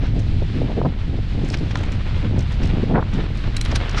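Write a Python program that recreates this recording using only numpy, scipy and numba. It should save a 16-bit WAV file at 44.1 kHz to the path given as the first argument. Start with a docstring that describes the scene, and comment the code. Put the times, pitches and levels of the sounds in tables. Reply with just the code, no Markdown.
"""Wind buffets the microphone of a camera riding a mountain bike down a dirt trail. Turbulent pressure makes a
low rumble that breaks into sputtering gusts. Beneath it the tyres hiss over dirt, pebbles snap, stones crunch
and tick sharply under them, and impacts ring the bike's frame. The camera's gain control ducks under the
strongest buffets."""
import sys
import numpy as np
from scipy import signal
from scipy.fft import rfft, irfft
from scipy.io import wavfile
from scipy.ndimage import uniform_filter1d
from numba import njit

SR = 44100
rng = np.random.default_rng(int(sys.argv[2]) if len(sys.argv) > 2 else 0)


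def waveform_to_disk(signal):
    """Save audio, clipped to [-1, 1], as 16-bit WAV at the path in sys.argv[1]."""
    frames = np.transpose(np.atleast_2d(signal))
    scaled = np.clip(frames, -1, 1) * 32767
    samples = np.round(scaled).astype(np.int16)
    wavfile.write(sys.argv[1], SR, samples)


N = 176400

# Loose stones shifting under a tyre: time_s, length_s, treble_db, body_db
CRUNCHES = [(0.051,0.062,-56,-37.5),(1.543,0.01,-36.5,-25.5),(1.713,0.011,-44,-35.5),(1.757,0.0024,-34,-25.5),(2.635,0.0076,-41,-34),(3.66,0.0052,-44,-27),(3.717,0.007,-36.5,-30.5),(3.76,0.0087,-27.5,-23),(3.985,0.018,-32,-26)]


def undb(db):
    """Amplitude ratio of a level in decibels."""
    return 10 ** (np.asarray(db) / 20)


def unit(x):
    """Normalisation to rms 1."""
    return x / np.sqrt(np.mean(x ** 2) + 1e-18)


def even(x, window_s):
    """Normalisation to rms 1 over a sliding window."""
    return x / np.sqrt(np.abs(uniform_filter1d(x ** 2, max(int(window_s * SR), 2))) + 1e-9)


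def curve(rows, column=1):
    """Linear interpolation of one table column in time."""
    rows = np.array(rows)
    return np.interp(np.arange(N) / SR, rows[:, 0], rows[:, column])


def colour(x, spectrum):
    """Minimum-phase filter with the given spectral shape and unit power gain."""
    hz, db = np.array(spectrum).T
    freq = np.maximum(np.arange(N // 2 + 1) * SR / N, 1)
    cepstrum = irfft(np.log(undb(np.interp(np.log(freq), np.log(hz), db))), N)
    cepstrum[1:N // 2] *= 2
    cepstrum[N // 2 + 1:] = 0
    response = np.exp(rfft(cepstrum))
    return irfft(rfft(x) * response / np.sqrt(np.mean(abs(response) ** 2)), N)


def ring(x, hz, width_hz):
    """Fourth-order resonance, scaled to the energy of its excitation."""
    b, a = signal.iirpeak(min(hz, SR / 2 - 1), hz / width_hz, fs=SR)
    return unit(signal.lfilter(b, a, signal.lfilter(b, a, x))) * np.sqrt(np.mean(x ** 2))


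def noise():
    """Gaussian white noise."""
    return rng.standard_normal(N)


def walk(per_s):
    """Slow modulation: smoothed random steps, rms 1."""
    hold = max(int(SR / per_s), 2)
    steps = np.repeat(rng.standard_normal(N // hold + 1), hold)
    return unit(uniform_filter1d(uniform_filter1d(steps, hold), hold)[:N])


def grains(per_s, spread_db):
    """Shot noise: random impulses of uneven size, rms 1."""
    hit = rng.random(N) < per_s / SR
    polarity = np.sign(noise())
    size = undb(spread_db * np.minimum(rng.exponential(size=N), np.pi))
    return unit(hit * polarity * size)


def burst(at, length_s):
    """Symmetric envelope that swells to a peak and dies away."""
    distance = 2 * abs(np.arange(N) / SR - at) / length_s
    return 1 / np.cosh(np.minimum(distance, 20)) - 1 / np.cosh(20)


def fade(at, decay_s, rise_s=0.0008):
    """Impact envelope: a quick rise, then exponential decay."""
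    age = np.arange(N) / SR - at
    return np.exp(-abs(age) / np.where(age < 0, rise_s, decay_s))


@njit
def follow(x, attack_s, release_s):
    """Envelope detection with separate time constants for rise and fall."""
    attack, release = 1 / (attack_s * SR), 1 / (release_s * SR)
    out, level = np.empty(len(x)), 0.
    for i in range(len(x)):
        level += (abs(x[i]) - level) * (attack if abs(x[i]) > level else release)
        out[i] = level
    return out


def tyres():
    """Rolling noise: countless contacts of the knobs merge into a hiss on dirt and a grind on gravel."""
    # Strength of the rolling noise: time_s, hiss_db, gravel_db
    levels = [(0,-52,-48.5),(.17,-43,-56.5),(.56,-41,-46.5),(.91,-46,-48.5),(1.42,-40.5,-50.5),(1.66,-42.5,-44.5),(1.8,-41.5,-39.5),(2.02,-43,-45.5),(2.16,-40,-37),(2.33,-42,-44),(2.78,-40,-40),(3.0,-46,-45.5),(3.17,-40,-39),(3.32,-45,-47),(3.44,-40,-38.5),(3.62,-41.5,-47),(3.69,-37,-40),(3.79,-39,-40),(3.845,-41,-32.5),(3.93,-39.5,-35.5)]
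    # Hiss of packed dirt: frequency_hz, relative_db
    hiss_spectrum = [(200,-9.5),(2200,2),(3200,0.5),(4200,-2),(5000,-8),(6300,-16.5),(8200,-22.5),(9300,-28.5),(12000,-37),(15000,-73)]
    # Grind of coarse gravel: frequency_hz, relative_db
    gravel_spectrum = [(200,8.5),(700,3),(1500,2),(2400,-0.5),(3600,-4),(8000,-36.5),(14000,-74)]
    hiss = colour(noise(), hiss_spectrum) * undb(curve(levels, column=1) - 1.5 + walk(per_s=34.34))
    gravel = unit(colour(grains(per_s=1800, spread_db=10) + noise(), gravel_spectrum))
    return hiss + gravel * undb(curve(levels, column=2) + 3 + 2.56 * walk(per_s=60))


def pebbles(bounce_s=0.013, bounce_db=-6, grit_spread_s=0.04):
    """Inelastic impact: each pebble snaps and bounces twice, ever weaker; grit crackles around stones."""
    # Pebbles snapping out from under the tyres: time_s, level_db
    impacts = [(.193,-39),(1.449,-40),(1.482,-46),(1.502,-28),(1.572,-33),(1.772,-35),(1.834,-39.5),(1.92,-38.5),(2.392,-30.5),(2.527,-36),(2.657,-34),(3.136,-39),(3.378,-38),(3.895,-29.5)]
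    # Snap of pebbles and grit: frequency_hz, relative_db
    spectrum = [(1500,3.5),(6000,-2.5),(8000,-5.5),(10500,-15.5),(14000,-37.5)]
    snaps = np.zeros(N)
    for (at, db), chance in zip(impacts, 0.5 + rng.random((len(impacts), 3))):
        pitch_hz = 4960 * np.sqrt(chance[0])
        delays = [0, *np.cumsum(bounce_s * chance[1:])]
        contact = noise() * sum(fade(at + delay, decay_s=0.0028) * undb(db + bounce * bounce_db)
                                for bounce, delay in enumerate(delays))
        snaps += (contact + ring(contact, pitch_hz, width_hz=3400)) / 2
    scatter = np.sqrt(sum(burst(at, grit_spread_s) ** 2 for at, *_ in [*CRUNCHES, *impacts]))
    grit = grains(per_s=180, spread_db=5.5) * scatter * undb(-52.5)
    return colour(snaps + grit, spectrum)


def crunches():
    """Granular contact: shifting stones collide in clusters, with a bright rattle and a dull body."""
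    # Bright rattle of the stones: frequency_hz, relative_db
    rattle_spectrum = [(2500,-8.5),(4000,12.5),(5700,14),(7000,2),(10200,-13),(11500,-27),(15000,-37)]
    # Dull body of the crunch: frequency_hz, relative_db
    body_spectrum = [(200,0.5),(700,3),(1700,6.5),(3500,1.5),(6000,-12),(12000,-65)]
    rattle, body = np.zeros((2, N))
    light, heavy = (even(grains(per_s=2500, spread_db=2), window_s=0.008) for _ in range(2))
    for at, length_s, treble_db, body_db in CRUNCHES:
        envelope = burst(at, length_s)
        rattle += light * envelope * undb(treble_db)
        body += heavy * envelope * undb(body_db)
    return colour(rattle, rattle_spectrum) + colour(body, body_spectrum)


def frame_knocks():
    """Damped resonance: each jolt excites a broad, hollow mode of the frame."""
    # Jolts of the frame: time_s, level_db, pitch_hz
    jolts = [(1.756,-23.5,1210),(3.724,-21.5,530),(3.974,-20,1280)]
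    return sum(ring(noise() * fade(at, decay_s=0.0061) * undb(db), hz, width_hz=380)
               for at, db, hz in jolts)


def stone_ticks(tail_db=-17.5):
    """Modal vibration: struck stones crack sharply, then ring briefly in inharmonic modes."""
    # Stone ticks: time_s, level_db, pitch_hz
    impacts = [(3.567,-21,3970),(3.6123,-21.5,4100),(3.651,-31.5,3900),(3.7587,-24.5,4010)]
    # Modes of the ringing stones: pitch_ratio, level_db
    modes = [(1,-3),(1.36,-13.5),(2.33,-14.5)]
    # Crack of the contact: frequency_hz, relative_db
    spectrum = [(500,-28),(1400,9.5),(4200,7),(9000,2.5),(10500,-8),(15000,-31)]
    cracks, ringing = np.zeros((2, N))
    for at, db, hz in impacts:
        envelope = fade(at, decay_s=0.0018) + undb(tail_db) * fade(at, decay_s=0.012)
        contact = noise() * envelope * undb(db)
        cracks += contact
        ringing += sum(undb(mode_db) * ring(contact, hz * ratio, width_hz=330) for ratio, mode_db in modes)
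    return colour(cracks, spectrum) + ringing


def wind_slaps(low_hz=117, body_hz=430):
    """Pressure pulses: gusts tear at the microphone port in short thuds, duller above their body."""
    # Gusts striking the port: time_s, length_s, level_db, upper_edge_hz
    slaps = [(0.036,0.0071,-26.5,600),(0.184,0.028,-26.5,600),(.424,0.0039,-20,710),(0.573,0.04,-22.5,380),(0.619,0.0045,-21.5,890),(0.686,.005,-32,980),(0.714,0.027,-29,830),(0.783,0.014,-16.5,630),(0.816,0.0024,-16.5,1070),(0.858,0.0088,-14.5,1000),(1.437,0.0063,-17,339),(2.254,0.023,-20.5,425),(2.735,0.012,-23.5,410),(2.837,0.0073,-14.5,440),(2.913,0.014,-19,850),(2.958,0.011,-14.5,1840),(2.985,0.018,-15,1450),(3.027,0.0023,-18,1600)]
    out = np.zeros(N)
    air = signal.lfilter(*signal.butter(1, body_hz, fs=SR), noise())
    for at, length_s, db, edge_hz in slaps:
        band = signal.butter(4, [low_hz, edge_hz], "bandpass", fs=SR, output="sos")
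        out += even(signal.sosfilt(band, air), window_s=0.021) * burst(at, length_s) * undb(db)
    return out


def wind():
    """Turbulence: fluctuating pressure buffets the microphone; rush and eddies grow with the gusts."""
    # Strength of the turbulent airflow: time_s, level_db
    gusts = [(0,-36),(.48,-38.5),(.58,-29.5),(.70,-24.5),(.745,-33.5),(.865,-17.5),(.91,-36.5),(1.03,-47),(1.1,-40),(1.14,-33.5),(1.3,-44),(1.43,-29),(1.77,-35.5),(2.19,-44),(2.39,-31),(2.45,-48),(2.66,-37.5),(2.97,-23),(3.1,-45.5),(3.16,-30.5),(3.48,-39.5),(4,-41)]
    # Swell of the low buffeting: time_s, relative_db
    swell = [(.3,1.5),(1.05,-2),(1.7,-0.5),(3.3,-0.5)]
    # Low buffeting: frequency_hz, relative_db
    buffet_spectrum = [(10,-11.5),(22,-3),(36,0),(55,-7),(100,-6.5),(200,-22.5),(2500,-120)]
    # Rush of the gusts: frequency_hz, relative_db
    rush_spectrum = [(30,-18.5),(70,-8.5),(120,8.5),(200,3.5),(300,-3.5),(500,-23.5),(800,-21),(1400,-68.5),(9000,-112)]
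    # Pulse of a single eddy: frequency_hz, relative_db
    eddy_spectrum = [(60, -24.5), (250, 2.5), (900, -19.5), (1800, -68), (12000, -115)]
    flutter = walk(per_s=18)
    gust_db = curve(gusts) + 3 * flutter
    buffet_db = -19.5 + curve(swell) + 1.5 * flutter
    buffet = even(colour(noise(), buffet_spectrum), window_s=0.0458) * undb(buffet_db)
    rush = even(colour(noise(), rush_spectrum), window_s=0.062) * undb(gust_db + 5)
    eddies = colour(grains(per_s=220, spread_db=4), eddy_spectrum) * undb(gust_db + 0.5)
    return buffet + rush + eddies


def scene():
    """Superposition: wind, tyres, stones and bike add at one microphone."""
    return (wind() + wind_slaps() + tyres() + stone_ticks() + pebbles() + crunches() + frame_knocks())[None]


def record(dry):
    """Dynamic compression: the camera turns down the loudest buffets, then cuts the highest treble."""
    threshold_db, ratio, cutoff_hz = -11, 5.4, 15200
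    level = follow(dry[0], attack_s=0.0039, release_s=0.11)
    gain = np.minimum(undb(threshold_db) / (level + 1e-9), 1) ** (1 - 1 / ratio)
    lowpass = signal.ellip(8, 0.2, 70, cutoff_hz, fs=SR, output="sos")
    return signal.sosfilt(lowpass, dry[0] * gain)[None]


dry = scene()
out = record(dry)
waveform_to_disk(out)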